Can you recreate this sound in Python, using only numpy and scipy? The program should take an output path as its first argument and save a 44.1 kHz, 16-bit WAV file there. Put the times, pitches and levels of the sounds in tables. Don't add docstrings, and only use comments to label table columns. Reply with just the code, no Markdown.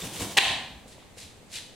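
import sys
import numpy as np
from scipy import signal
from scipy.fft import rfft, irfft, next_fast_len
from scipy.io import wavfile
from scipy.ndimage import map_coordinates

SR = 44100
rng = np.random.default_rng(int(sys.argv[2]) if len(sys.argv) > 2 else 0)


def wav_record(signal):
    frames = np.transpose(np.atleast_2d(signal))
    bounded = np.clip(frames, -1, 1)
    quanta = np.round(bounded * 32767).astype(np.int16)
    wavfile.write(sys.argv[1], SR, quanta)


N = 77175
T = np.arange(N) / SR


def amp(db):
    return 10 ** (np.asarray(db) / 20)


def unit(x):
    return x / np.sqrt(np.mean(x ** 2) + 1e-20)


def along(points, hz):
    f, v = np.transpose(points)
    return np.interp(np.log(hz + 1), np.log(f + 1), v)


def filtered(x, response):
    size = next_fast_len(N + SR // 2)
    return irfft(rfft(x, size) * response(np.fft.rfftfreq(size, 1 / SR)), size)[..., :N]


def wobble(rate):
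    return map_coordinates(rng.standard_normal(N), [T * rate], order=1)


def noise(spectrum, alike):
    def shape(hz):
        spread = np.arccos(along(alike, hz)) / 2
        return amp(along(spectrum, hz)) * [np.cos(spread), np.sin(spread)]
    mid, side = filtered(rng.standard_normal((2, N)), shape)
    return unit(np.array([mid + side, mid - side]))


def swell(peak, rise, fall):
    return np.exp(-(np.minimum(T - peak, 0) / rise) ** 2 - np.maximum(T - peak, 0) / fall)


def dying(t, fade):
    return (t >= 0) * np.exp(-np.log(1000) * np.maximum(t, 0) / fade)


def snap(gain, size=2048):
    cepstrum = irfft(np.log(np.maximum(gain(np.fft.rfftfreq(size, 1 / SR)), 1e-6)))
    cepstrum[1:size // 2] *= 2
    cepstrum[size // 2 + 1:] = 0
    click = irfft(np.exp(rfft(cepstrum)))
    return click / np.linalg.norm(click)


# (frequency [Hz], level [dB])
HUSH_TONE = [(20, -8.5), (60, -5), (110, -3.5), (200, -5), (300, -9), (550, -10.5), (900, -14.5),
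             (1400, -20), (2200, -19), (3800, -22), (5500, -26.5), (8000, -24), (11000, -31.5),
             (13500, -35.5), (15500, -42)]
# (frequency [Hz], likeness [0-1])
HUSH_ALIKE = [(50, 0.68), (500, 0.52), (2000, 0.32), (8000, 0.1)]
def hush():
    return amp(-52.5) * noise(HUSH_TONE, HUSH_ALIKE)


# (frequency [Hz], likeness [0-1])
CLOSE_ALIKE = [(100, 1), (1000, 0.98), (4000, 0.8), (8000, 0.48), (13000, 0.13)]
def rubbing(spectrum, grain_db, clump_db):
    hiss = noise(spectrum, CLOSE_ALIKE)
    return unit(hiss * amp(grain_db * wobble(2500) + clump_db * wobble(220)))


# (peak time [s], swish level [dB], air level [dB], rise [s], fall [s])
WING_STROKES = [(.005, -37.5, -80, .03, 0.021), (0.052, -36.5, -37.5, 0.024, 0.042),
                (0.17, -38.5, -53, 0.044, 0.057), (0.23, -35, -36.5, 0.032, 0.039),
                (.322, -44, -56, 0.024, 0.049)]
# (frequency [Hz], level [dB])
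SWISH_TONE = [(180, -83), (300, -6), (384, -11), (431, -8), (769, -18), (1020, -10), (1370, -15.5),
              (2880, -10), (4880, -13), (8560, -12), (15500, -23.5)]
# (frequency [Hz], level [dB])
AIR_TONE = [(20, -19), (65, -12), (110, 0), (200, 0), (450, -6.5), (900, -14.5), (2000, -75)]
def wings():
    swish = sum(amp(db) * swell(s, rise, fall) for s, db, _, rise, fall in WING_STROKES)
    push = sum(amp(db) * swell(s, rise, fall) for s, _, db, rise, fall in WING_STROKES)
    quill_hz = 3600
    quill = np.sin(2 * np.pi * quill_hz * T + 0.9 * wobble(380))
    squeak = amp(-31) * swell(peak=0.02, rise=0.0026, fall=0.0026) * quill
    feathers = rubbing(SWISH_TONE, grain_db=2.5, clump_db=1.3)
    return swish * feathers + push * noise(AIR_TONE, CLOSE_ALIKE) + squeak


# (frequency [Hz], level [dB])
ECHO_TONE = [(100, -8.5), (260, 0), (400, -6.5), (600, -1), (800, 2), (1200, -6), (1800, -4), (2700, -5.5),
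             (3600, -2), (5000, -4.5), (8000, -2.5), (14000, -1.5)]
# (frequency [Hz], likeness [0-1])
ECHO_ALIKE = [(100, 1), (700, 0.99), (2000, 0.78), (4000, 0.64), (8000, 0.12)]
# (frequency [Hz], time to fade 60 dB [s])
ECHO_FADE = [(100, 0.54), (500, 0.82), (2000, 0.63), (4000, 0.61), (8000, 0.55), (14000, 0.36)]
def echo(x):
    build_s = 0.0091
    hz, t, bands = signal.stft(noise(ECHO_TONE, ECHO_ALIKE), SR, nperseg=256)
    fading = bands * dying(t, along(ECHO_FADE, hz)[:, None])
    tail = signal.istft(fading, SR, nperseg=256)[1][:, :N]
    tail *= 1 - np.exp(-T / build_s)
    return signal.fftconvolve(x.mean(0)[None], tail / np.linalg.norm(tail[0]), axes=1)[:, :N]


# (time [s], level [dB], pitch [Hz], rise and fall [s])
LOW_THUMPS = [(0.04, -46, 68.4, 0.025), (0.218, -38.5, 61.4, 0.016), (0.774, -49, 62, .03),
              (1.172, -52, 90, 0.012), (1.261, -50.5, 80.5, 0.021), (1.382, -48, 98, 0.0084)]
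def thumps():
    out = np.zeros(N)
    for s, db, hz, width in LOW_THUMPS:
        t = T - s
        out += amp(db) * np.exp(-(t / width) ** 2) * np.sin(2 * np.pi * (hz * t + rng.random()))
    return out


# (frequency [Hz], level [dB])
RUMBLE_TONE = [(20, -29), (55, 1.5), (150, -3), (260, -2), (500, -35)]
def shelf_rumble():
    return amp(-43.5) * swell(peak=0.49, rise=0.093, fall=0.23) * noise(RUMBLE_TONE, CLOSE_ALIKE)


# (time [s], level [dB], pitch [Hz])
FOOTSTEPS = [(.3672, -19.5, 773), (.858, -44, 513), (.979, -40.5, 557), (1.024, -44.5, 1100),
             (1.171, -43, 500), (1.308, -44.5, 1250), (1.429, -47.5, 495)]
def steps():
    fade_cycles, rise_s = 16.3, 0.0021
    out = np.zeros((2, N))
    for s, db, hz in FOOTSTEPS:
        t = T - s
        scuff = noise([(hz / 10, -10), (hz, 0), (hz * 2, -12), (hz * 10, -35)], CLOSE_ALIKE)
        press = dying(t, fade_cycles / hz) * np.clip(t / rise_s, 0, 1)
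        out += amp(db) * press * (np.sin(2 * np.pi * hz * t) + amp(-0.5) * scuff)
    return out


# (time [s], level [dB], dulled above [Hz])
CLAW_HITS = [(.3718, -5, 9000), (.3752, -7, 7100), (.379, -3, 4600), (0.3815, -4.5, 8100), (.3859, 4, 3530)]
# (pitch [Hz], level [dB], time to fade 60 dB [s])
SHELF_NOTES = [(430, -13.5, 0.032), (787.5, -13.5, 0.075), (860, -29, 0.025), (980, -23, .04),
               (1048, -13, 0.07), (1530, -18, 0.054), (1780, -23, 0.039), (1897, -7.5, 0.06),
               (1936, -9, 0.068), (2280, -28, 0.11), (2420, -9, 0.069), (2653, -0.5, 0.039),
               (2760, -6.5, 0.085), (3050, -14, .05), (3260, -12.5, 0.085), (3462, -5.5, 0.025),
               (4045, -10.5, 0.033)]
# (frequency [Hz], level [dB])
CLAW_TONE = [(100, -26.5), (380, -12), (600, -12), (850, -9), (1350, -13.5), (1800, 2), (2200, -3),
             (2700, 1), (3100, -2), (3600, -3.5), (4200, -4), (5200, -11), (8000, -9), (11000, -14),
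             (13000, -23), (15500, -21)]
def claws():
    skid_at_s, skid_width_s, echo_db = 0.380, 0.0084, 2
    slide = np.exp(-((T - skid_at_s) / skid_width_s) ** 4)
    skid = amp(-19) * slide * rubbing(CLAW_TONE, grain_db=3, clump_db=1.5)
    out = skid + amp(echo_db) * echo(skid)
    for s, db, dull_hz in CLAW_HITS:
        t = T - s
        soften = lambda hz: 1 / np.sqrt(1 + (hz / dull_hz) ** 4)
        ring = np.zeros(N)
        for hz, note_db, fade in SHELF_NOTES:
            strength = amp(note_db - 14 + rng.standard_normal()) * soften(hz)
            ring += strength * dying(t, fade) * np.sin(2 * np.pi * (hz * t + rng.random()))
        contact = 0.16 * noise([(1000, 0)], CLOSE_ALIKE) * dying(t, fade=0.0047)
        contact[:, round(s * SR)] += 0.49
        click = snap(lambda hz: amp(along(CLAW_TONE, hz)) * soften(hz))
        crack = amp(9) * signal.fftconvolve(contact, click[None], axes=1)[:, :N]
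        out += amp(db) * (crack + ring + amp(echo_db) * echo(crack + amp(-6) * ring))
    return out


# (peak time [s], level [dB], rise [s], fall [s], treble boost [dB])
BRUSHES = [(.892, -58, 0.018, 0.057, 7.5), (.93, -51, 0.02, 0.019, -5.5), (1.005, -53.5, .02, 0.055, -21),
           (1.192, -44.5, 0.02, 0.043, 2), (1.23, -47.5, 0.033, 0.044, -0.5), (1.542, -43, 0.029, 0.034, 4),
           (1.573, -35, 0.034, 0.029, -2.5), (1.74, -69, .012, 0.014, -4)]
# (frequency [Hz], level [dB])
BRUSH_TONE = [(600, -14.5), (1300, -17.5), (1700, -6), (2300, -1.5), (3000, -1.5), (4000, 1.5),
              (5500, -3.5), (8000, -4), (10500, -8), (12000, -11.5), (13200, -27), (15500, -25)]
def rustles():
    out = np.zeros((2, N))
    for s, db, rise, fall, treble_db in BRUSHES:
        rub = rubbing(BRUSH_TONE, grain_db=2.0, clump_db=1.6)
        brush = filtered(rub, lambda hz: amp(along([(3500, 0), (7000, treble_db)], hz)))
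        out += amp(db) * swell(s, rise, fall) * brush
    return out


def scene():
    pads = steps()
    feathers = wings() + rustles()
    tail = echo(amp(-4.5) * feathers + amp(-6) * pads)
    return claws() + pads + feathers + thumps() + shelf_rumble() + tail + hush()


def record(dry):
    threshold_db, share, react_s, recover_db_per_s = -18, 0.97, 0.0055, 75
    ceiling, top_hz = 0.93, 15900
    k = np.exp(-1 / (react_s * SR))
    smooth = lambda x: signal.lfilter([1 - k], [1, -k], x)
    level_db = 10 * np.log10(smooth(np.mean(dry ** 2, 0)) + 1e-12)
    excess_db = share * np.maximum(level_db - threshold_db, 0)
    recovery_db = recover_db_per_s * T
    dip_db = np.maximum.accumulate(excess_db + recovery_db) - recovery_db
    ducked = dry * amp(-smooth(dip_db))
    rounded = ducked / (1 + (ducked / ceiling) ** 8) ** (1 / 8)
    return filtered(rounded, lambda hz: hz < top_hz)


dry = scene()
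out = record(dry)
wav_record(out)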